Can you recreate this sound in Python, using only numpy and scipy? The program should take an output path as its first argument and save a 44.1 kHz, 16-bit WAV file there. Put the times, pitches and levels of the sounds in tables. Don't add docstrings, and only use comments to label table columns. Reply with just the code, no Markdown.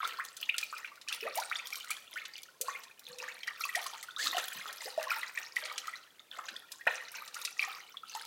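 import sys
import numpy as np
from scipy import signal
from scipy.fft import rfft, irfft
from scipy.io import wavfile
from scipy.ndimage import map_coordinates

SR = 44100
rng = np.random.default_rng(int(sys.argv[2]) if len(sys.argv) > 2 else 0)


def file_out(sig):
    cols = np.atleast_2d(sig).T
    lim = np.clip(cols, -1, 1)
    pcm = np.round(lim * 32767).astype(np.int16)
    wavfile.write(sys.argv[1], SR, pcm)


N = 364266

# (frequency [Hz], filter gain [dB])
FROTH_SPECTRUM = [(200, -61), (900, -42), (2200, -4), (3800, 6.5), (6000, 3), (9000, -3), (15000, -4)]
# (frequency [Hz], filter gain [dB])
GURGLE_SPECTRUM = [(90, -13), (300, -20.5), (450, -10), (750, -3.5), (1000, 1.5), (1350, 6.5), (2500, 3.5),
                   (4000, -4.5), (6000, -4.5)]
# (frequency [Hz], width [Hz], relative gain [dB])
BASIN_MODES = [(447, 35, 3), (508, 36, 14.5), (597, 130, -10.5), (1340, 71, 1), (1850, 49, 0),
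               (2530, 180, -14.5)]
# (build rate [dB/s], level between wavelets [dB])
GURGLE_GROWTH = (330, -72)
FROTH_GROWTH = (330, -86)
PLIP_CYCLES = 10


def gain_of(db):
    return 10 ** (np.asarray(db) / 20)


def evened(x):
    return x / np.sqrt(np.mean(x ** 2) + 1e-20)


def read_spectrum(points, hz):
    f, value = np.transpose(points)
    return np.interp(np.log(hz + 1), np.log(f), value)


def add(mix, s, sound):
    part = mix[max(round(s * SR), 0):][:len(sound)]
    part += sound[:len(part)]


def colour(x, points, tilt_db=0, size=2048):
    hz = np.fft.rfftfreq(size, 1 / SR)
    gain_db = read_spectrum(points, hz) + tilt_db * np.log2(hz + 1000)
    log_gain = np.log(gain_of(gain_db))
    both_sides = np.r_[log_gain, log_gain[-2:0:-1]]
    response = np.exp(signal.hilbert(both_sides).conj())
    return signal.oaconvolve(x, np.fft.ifft(response).real)[:len(x)]


def waver(length, hz):
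    at = np.arange(length) * hz / SR
    return map_coordinates(rng.standard_normal(int(at[-1]) + 4), [at + 1], order=3)


def impacts(per_s, spread_db, cap=10.95):
    size = gain_of(spread_db * np.minimum(rng.exponential(1, N), cap))
    return size * rng.choice([-1, 1], N) * (rng.random(N) < per_s / SR)


def bubble(hz, life, rise, onset=0.05, wobble=0, wobble_hz=1):
    t = np.arange(0, 2 * life, 1 / SR)
    shape, bend = [wobble * waver(len(t), wobble_hz) if wobble else 0 for _ in range(2)]
    octaves = rise * np.minimum(t, 1.2 * life) + bend / 10
    phase = 2 * np.pi * np.cumsum(hz * 2 ** octaves) / SR
    build = 1 - np.exp(-t / (onset * life))
    decay = np.exp(-t / life / 2 - (t / life / 1.2) ** 4)
    return build * decay * (1 + shape) * np.sin(phase)


def stirring(order, growth):
    # (time of crest [s], gurgle drive [dB], froth drive [dB])
    wavelets = np.array([(0.035, -43, -51), (0.24, -54, -58), (0.41, -54, -56), (0.59, -54, -51),
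                         (0.77, -53, -56), (1.12, -50, -51), (1.261, -45.5, -59), (1.38, -48, -47),
                         (1.56, -49, -53), (1.73, -52, -49), (1.89, -49, -53), (2.14, -51, -55),
                         (2.36, -58, -58.5), (2.68, -47, -54), (3.08, -57, -57), (3.22, -50, -56),
                         (3.29, -51, -56), (3.49, -52, -60), (3.61, -50, -48), (3.78, -45, -48),
                         (3.94, -52, -55), (4.26, -48, -47), (4.38, -43, -45), (4.55, -48, -48),
                         (4.68, -47, -53), (4.82, -50, -45), (5.0, -44.5, -51), (5.11, -43, -44),
                         (5.38, -49, -51), (5.58, -47, -52), (5.7, -45, -53), (5.86, -52, -57.5),
                         (6.34, -49, -59), (6.47, -51, -57), (6.72, -59, -60), (6.92, -44, -49),
                         (7.15, -48, -55), (7.36, -51, -49), (7.61, -45, -50), (7.72, -51, -56),
                         (8.09, -56, -52), (8.19, -51, -52)])
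    build, calm_db = growth
    settle_s = 0.26
    t = np.arange(0, N, 64) / SR
    age = t[:, None] - wavelets[:, 0]
    level_db = wavelets[:, order] + np.minimum(build * age, -20 * age / settle_s)
    power = (gain_of(level_db) ** 2).sum(1) + gain_of(calm_db) ** 2
    return np.interp(np.arange(N) / SR, t, np.sqrt(power))


def swarm(drive, low_hz, high_hz, cycles, per_s, octaves, spread_db=7.5):
    crowd = (drive / drive.mean()) ** .8
    births = np.flatnonzero(rng.random(N) < crowd * per_s / SR)
    out = np.zeros(N)
    for at, (pitch, length, glide, size) in zip(births, rng.random((len(births), 4))):
        hz = low_hz * (high_hz / low_hz) ** pitch
        life = cycles / hz * (.5 + length)
        ring = bubble(hz, life, octaves * glide ** 2 / life)
        size_db = spread_db * min(-np.log(1 - size), 3)
        balance = np.sqrt(hz / len(ring) / crowd[at])
        add(out, at / SR, gain_of(size_db) * ring * balance * drive[at])
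    return out / np.sqrt(np.mean((out / drive) ** 2))


def plops(db=-0.36, snap_db=-15.5, snap_share=0.17, film_db=-24.0, shed_db=-13.5, shed_octaves=0.916):
    # (time [s], relative level [dB], starting pitch [Hz], rise [octaves/s], life [s])
    gliding = [(0.03, -26, 1116, 7.9, 0.0055), (0.186, -30, 958, 45, 0.015),
               (0.196, -26.5, 1337, 59, 0.012), (0.428, -26.5, 2630, 81, 0.0038),
               (0.491, -18.5, 2130, 62, 0.0068), (0.727, -30, 1145, 21.3, 0.0112),
               (1.092, -29, 2920, 27, 0.0036), (1.225, -38.5, 400, 13, 0.023),
               (1.25, -32.5, 454, 33, 0.023), (1.369, -28.5, 587, 28.5, 0.022),
               (1.514, -24.5, 1361, 19, 0.0045), (1.52, -32, 1570, 77, 0.013),
               (1.556, -26, 3380, 24, 0.0058), (2.159, -32, 1383, 16, 0.011), (2.168, -31, 1645, 46, 0.012),
               (2.605, -42, 440, 13.4, 0.021), (2.751, -31.5, 2000, 30, 0.0092),
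               (3.206, -44, 455, 15.5, 0.018), (3.222, -43, 796, 50, 0.015), (3.24, -30, 1510, 100, 0.0034),
               (3.28, -32, 1470, 53, 0.01), (3.478, -27.5, 1670, 34, 0.008), (3.762, -34, 582, 28, 0.027),
               (4.168, -38, 1160, 27, 0.011), (4.191, -33, 1616, 10, 0.035),
               (4.26, -32.5, 1153, 17.4, 0.017), (4.33, -30, 850, 110, 0.0054),
               (4.657, -30.5, 1220, 9.8, 0.0048), (4.856, -43, 413, 41, 0.014),
               (5.115, -20.5, 1290, 27, 0.0089), (6.375, -42.5, 587, 39, 0.025),
               (6.389, -29.5, 1134, 53, 0.0045), (6.868, -27, 561, 59, 0.015),
               (6.868, -23, 1390, 44, 0.0027), (6.872, -15, 1760, 32, 0.003),
               (6.876, -24, 2330, 38, 0.0037), (7.221, -35.5, 1096, 58, 0.0081),
               (7.594, -21, 2590, 9.7, 0.0038)]
    # (time [s], relative level [dB], pitch [Hz])
    plinks = [(0.0038, -28, 1294), (0.0474, -31, 3612), (0.051, -24.5, 1330), (0.542, -27, 2800),
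              (0.544, -36.5, 1375), (0.629, -25.5, 2440), (0.765, -35.5, 2420), (0.844, -38, 1520),
              (0.847, -31, 2336), (0.8753, -38.5, 2770), (0.9173, -44, 1167), (0.9733, -45.5, 1425),
              (1.0768, -35.5, 2460), (1.1052, -37, 1360), (1.1246, -27, 2664), (1.127, -24.0, 3470),
              (1.2065, -32.5, 2940), (1.229, -33, 2500), (1.275, -35, 1300), (1.421, -31, 1442),
              (1.5978, -33, 2600), (1.6567, -35, 3330), (1.727, -30, 2370), (1.8075, -35.5, 2930),
              (1.8418, -40.2, 1415), (1.903, -33, 1290), (1.913, -26, 2449), (1.9668, -34.5, 3310),
              (2.2172, -34.5, 2170), (2.337, -36.5, 4800), (2.356, -36, 2890), (2.3782, -37.2, 2290),
              (2.683, -26.5, 1073), (2.9107, -47, 2465), (3.067, -34.5, 3550), (3.1295, -37.8, 4230),
              (3.2006, -35.2, 2640), (3.4056, -40, 4170), (3.4324, -30.5, 3170), (3.56, -41.0, 3526),
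              (3.607, -31.5, 1350), (3.638, -22, 2550), (3.652, -34, 1090), (3.691, -31, 1940),
              (3.749, -21.5, 1870), (3.826, -32, 3400), (3.86, -33, 1112), (3.933, -37, 917),
              (4.085, -35.5, 1460), (4.1084, -38, 3450), (4.1632, -30.5, 3780), (4.2289, -27.5, 4870),
              (4.271, -22, 3832), (4.3113, -24.5, 3860), (4.329, -29, 1960), (4.3453, -31.1, 2950),
              (4.346, -32, 749), (4.367, -29.5, 725), (4.3686, -26, 2930), (4.38, -29.5, 1303),
              (4.38, -28, 1870), (4.4826, -32, 3262), (4.6124, -33, 2100), (4.807, -35.5, 2060),
              (4.876, -39, 770), (4.977, -26.5, 634), (5.0697, -34, 1067), (5.106, -25.5, 2480),
              (5.161, -39, 867), (5.231, -29.5, 1964), (5.2317, -34, 3224), (5.375, -29, 2440),
              (5.374, -27, 1880), (5.566, -22.5, 1930), (5.627, -39.2, 593), (5.88, -32, 1323),
              (5.936, -33.5, 1980), (5.956, -32.5, 3980), (6.195, -40.5, 3570), (6.314, -37, 3530),
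              (6.484, -34, 1610), (6.564, -30.5, 3550), (6.81, -38, 1884), (6.874, -25, 1437),
              (6.9088, -31, 1900), (6.939, -33, 2210), (7.0042, -45, 2860), (7.364, -29, 1435),
              (7.4748, -32.5, 2600), (7.4782, -40, 1383), (7.625, -25.5, 2420), (7.639, -30.5, 1840),
              (7.676, -39.5, 789.4), (7.943, -43, 1120), (7.97, -28.5, 3470), (8.0333, -39, 1309),
              (8.15, -30.5, 913)]
    steady = [(s, size_db, hz, 0, PLIP_CYCLES / hz) for s, size_db, hz in plinks]
    out, snaps = np.zeros(N), np.zeros(N)
    t = np.arange(SR // 20) / SR
    for s, size_db, hz, rise, life in gliding + steady:
        ring = bubble(hz, life, rise, onset=.08, wobble=.27, wobble_hz=hz / 4)
        add(out, s, gain_of(size_db + db) * ring)
        snap = rng.standard_normal(len(t)) * np.exp(-t / (snap_share * life))
        add(snaps, s, gain_of(size_db + snap_db) * snap)
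        for late, smaller in rng.random((3, 2)):
            shed = bubble(hz * 2 ** (shed_octaves * smaller), life / 2, rise / 2)
            add(out, s + life * (.5 + 2 * late), gain_of(size_db + shed_db) * shed)
    out = signal.sosfilt(signal.butter(2, 240, "high", fs=SR, output="sos"), out)
    return out + colour(snaps, GURGLE_SPECTRUM) + gain_of(film_db) * colour(snaps, FROTH_SPECTRUM)


def gurgle(db=-1.5):
    drive = stirring(order=1, growth=GURGLE_GROWTH)
    wake = swarm(drive, 270, 4400, cycles=9, per_s=600, octaves=.35, spread_db=4.5)
    return gain_of(db) * colour(wake, GURGLE_SPECTRUM)


def fizz(db=-6.5):
    # (frequency [Hz], filter gain [dB])
    fizz_spectrum = [(300, -29), (1400, -3.5), (3000, -2), (9000, -27), (16000, -21)]
    gurgle_drive = stirring(order=1, growth=GURGLE_GROWTH)
    froth_drive = stirring(order=2, growth=FROTH_GROWTH)
    drive = np.sqrt(gurgle_drive * froth_drive)
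    mass = swarm(drive, 1200, 7000, cycles=7, per_s=1400, octaves=.25, spread_db=3.5)
    return gain_of(db) * colour(mass, fizz_spectrum)


def froth(db=-1.0, ticks_db=-5.5, hiss_db=-47.0):
    drive = stirring(order=2, growth=FROTH_GROWTH)
    pings = swarm(drive, 2500, 15000, cycles=6, per_s=380, octaves=.15)
    ticks = gain_of(ticks_db) * evened(impacts(per_s=700, spread_db=4.5))
    swish = gain_of(hiss_db) * rng.standard_normal(N)
    clumps = gain_of(5.5 * np.minimum(waver(N, 130), 1.7))
    return gain_of(db) * colour(pings + drive * clumps * (ticks + swish), FROTH_SPECTRUM)


def heave(db=-11.5, life=0.015, spread_s=0.07, slosh_db=-32.5):
    # (time [s], relative peak [dB], central pitch [Hz])
    heaves = [(1.234, -43, 335), (3.06, -50, 155), (4.23, -47, 310), (4.33, -37.5, 483),
              (4.544, -46.5, 166), (5.65, -51.5, 516), (6.5, -50.5, 300)]
    # (frequency [Hz], filter gain [dB])
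    slosh_spectrum = [(30, -17), (75, -17), (98, -4), (170, 1), (280, 6), (380, -20), (500, 9), (700, 11),
                      (1500, -14)]
    pushes = np.zeros(N)
    for s, peak_db, hz in heaves:
        for late, detune in rng.random((6, 2)):
            push = bubble(hz * 2 ** (detune - .5), life, 0, onset=.3, wobble=.5, wobble_hz=150)
            add(pushes, s + late * spread_s, gain_of(peak_db + db) * push)
    slosh = evened(colour(impacts(per_s=200, spread_db=2.), slosh_spectrum))
    pushes = signal.sosfilt(signal.butter(3, 130, "high", fs=SR, output="sos"), pushes)
    return pushes + gain_of(slosh_db) * stirring(order=1, growth=GURGLE_GROWTH) * slosh


def pops(db=22.0, decay_s=0.0028, tilt_spread_db=9.5):
    # (time [s], relative level [dB])
    films = [(0.075, -38), (0.25, -40), (0.413, -41), (0.782, -41.5), (1.146, -38.5), (1.375, -35),
             (1.671, -38.5), (1.756, -37.5), (2.432, -43.5), (2.994, -45.5), (3.652, -36.5), (3.815, -45),
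             (3.841, -41), (4.483, -37.5), (4.53, -41.5), (4.728, -40.5), (4.824, -57), (5.581, -47),
             (5.872, -42.0), (7.344, -39.5), (7.416, -41), (8.171, -43.5)]
    out, t = np.zeros(N), np.arange(SR // 50) / SR
    for s, level_db in films:
        crackle = rng.standard_normal(len(t)) * np.exp(-t / decay_s)
        tick = colour(crackle, FROTH_SPECTRUM, tilt_spread_db * rng.uniform(-0.37, 1))
        add(out, s, gain_of(level_db + db) * tick / np.linalg.norm(tick))
    return out


def spatter(db=22.0, drops_per_s=6000):
    # (time [s], relative strength [dB], treble tilt [dB/octave])
    crests = [(0.3666, -40.5, 10.5), (0.581, -27.5, 6.5), (1.0135, -46, 1.5), (1.084, -33, 0.5),
              (1.1247, -39, 13), (1.3543, -30, 25), (1.9047, -31, 13.5), (2.252, -38, -2.5),
              (3.431, -44, -5), (2.612, -28, 14.5), (2.835, -45.5, 6.5), (3.185, -41, 8.5),
              (3.4725, -39, 1), (3.754, -32, 10), (3.8645, -36, 8.5), (4.028, -39.5, 12), (4.381, -35.5, 6),
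              (5.5601, -38.5, 6.5), (5.653, -35.5, -0.5), (5.779, -31, 1), (6.485, -37, -4),
              (6.7176, -38.5, 10), (7.117, -42.5, 22), (7.2771, -42, 4.5), (7.4498, -29, 4.5),
              (8.149, -38.5, 5.5)]
    # (frequency [Hz], filter gain [dB])
    spray_spectrum = [(120, -58), (500, -48), (1800, 14), (3900, 18), (7000, 8.5), (11000, -1),
                      (16000, -15.5)]
    out, t = np.zeros(N), np.arange(SR // 10) / SR
    envelope = (1 - np.exp(-t / .0008)) * np.exp(-t / .005)
    for s, peak_db, tilt_db in crests:
        drops = rng.standard_normal(len(t)) * (rng.random(len(t)) < drops_per_s / SR)
        burst = colour(drops * envelope, spray_spectrum, tilt_db)
        add(out, s, gain_of(peak_db + db) * burst / np.linalg.norm(burst))
    return out


def rubs(width_hz=55):
    # (time [s], length [s], rms level [dB])
    drags = [(3.06, 0.24, -61.5), (7.2, 0.2, -74)]
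    out = np.zeros(N)
    for s, length, level_db in drags:
        t = np.arange(0, length, 1 / SR)
        roughness = waver(len(t), width_hz) + 1j * waver(len(t), width_hz)
        hum = roughness * np.exp(2j * np.pi * BASIN_MODES[1][0] * t)
        add(out, s, gain_of(level_db) * evened(hum.real * np.sin(np.pi * t / length)))
    return out


def splashes(release_s=0.0079, spray_db=-2.5, count=70):
    # (time [s], length [s], level at the end [dB], swell [dB])
    sheets = [(4.183, 0.096, -37.5, 6)]
    # (frequency [Hz], filter gain [dB])
    sheet_spectrum = [(200, -29), (600, -6), (2500, -8), (4200, 2), (6500, -1), (16000, -15)]
    out = np.zeros(N)
    for s, length, db, swell_db in sheets:
        t = np.arange(0, 2 * length, 1 / SR)
        cluster = np.zeros(len(t))
        for late, pitch in rng.random((count, 2)):
            hz = 1400 * 6 ** pitch
            add(cluster, late * length, bubble(hz, PLIP_CYCLES / hz, hz / PLIP_CYCLES / 10))
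        spray = gain_of(spray_db) * colour(rng.standard_normal(len(t)), sheet_spectrum)
        body = evened(colour(cluster, sheet_spectrum) + spray)
        swell = gain_of(db + swell_db * np.minimum(t / length - 1, 0))
        collapse = np.exp(-np.maximum(t - length, 0) / release_s)
        add(out, s, swell * collapse * body)
    return out


def basin(x, db=-5.5, ring_s=0.0058):
    t, out = np.arange(SR // 20) / SR, np.zeros(N)
    for k in range(3):
        arrivals = rng.random(len(t)) < 2000 / SR
        taps = rng.standard_normal(len(t)) * arrivals * np.exp(-t / ring_s)
        share = np.cos(np.pi * (np.arange(N) / SR + k / 3))
        out += signal.oaconvolve(x * share, taps / np.linalg.norm(taps))[:N]
    return x + gain_of(db) * out


def room(x, db=-13.0, gap_s=0.0094):
    # (frequency [Hz], time to decay by 60 dB [s])
    decay_times = [(300, 0.22), (800, 0.54), (2100, 0.48), (5500, 0.62), (14000, 0.4)]
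    out = np.zeros(N)
    for k in range(3):
        hz, t, z = signal.stft(rng.standard_normal(SR // 2), SR, nperseg=256)
        decay = gain_of(-60 * t / read_spectrum(decay_times, hz)[:, None])
        tail = signal.istft(z * decay, SR)[1]
        tail = tail * np.minimum(np.arange(len(tail)) / SR / gap_s, 1) ** 2
        hz = np.fft.rfftfreq(len(tail), 1 / SR)
        hollow = 1 + sum(gain_of(d) / (1 + 2j * (hz - f) / width) for f, width, d in BASIN_MODES)
        echoes = irfft(rfft(tail / np.linalg.norm(tail)) * hollow)
        share = np.cos(np.pi * (1.5 * np.arange(N) / SR + k / 3))
        out += signal.oaconvolve(x * share, echoes)[:N]
    return gain_of(db) * out


def scene(quiet_db=-67.0):
    # (frequency [Hz], filter gain [dB])
    quiet_spectrum = [(25, -33), (100, -4.5), (500, 2), (1500, -6.5), (5000, -7), (16000, -10.5)]
    liquid = plops() + gurgle() + fizz() + froth() + heave()
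    liquid += pops() + spatter() + rubs() + splashes()
    quiet = gain_of(quiet_db) * evened(colour(rng.standard_normal(N), quiet_spectrum))
    return (basin(liquid) + room(liquid) + quiet)[None]


def record(dry):
    edge_hz = 16200
    low_pass = signal.firwin(511, edge_hz, window=("kaiser", 9), fs=SR)
    return signal.oaconvolve(dry, low_pass[None], "same")


dry = scene()
out = record(dry)
file_out(out)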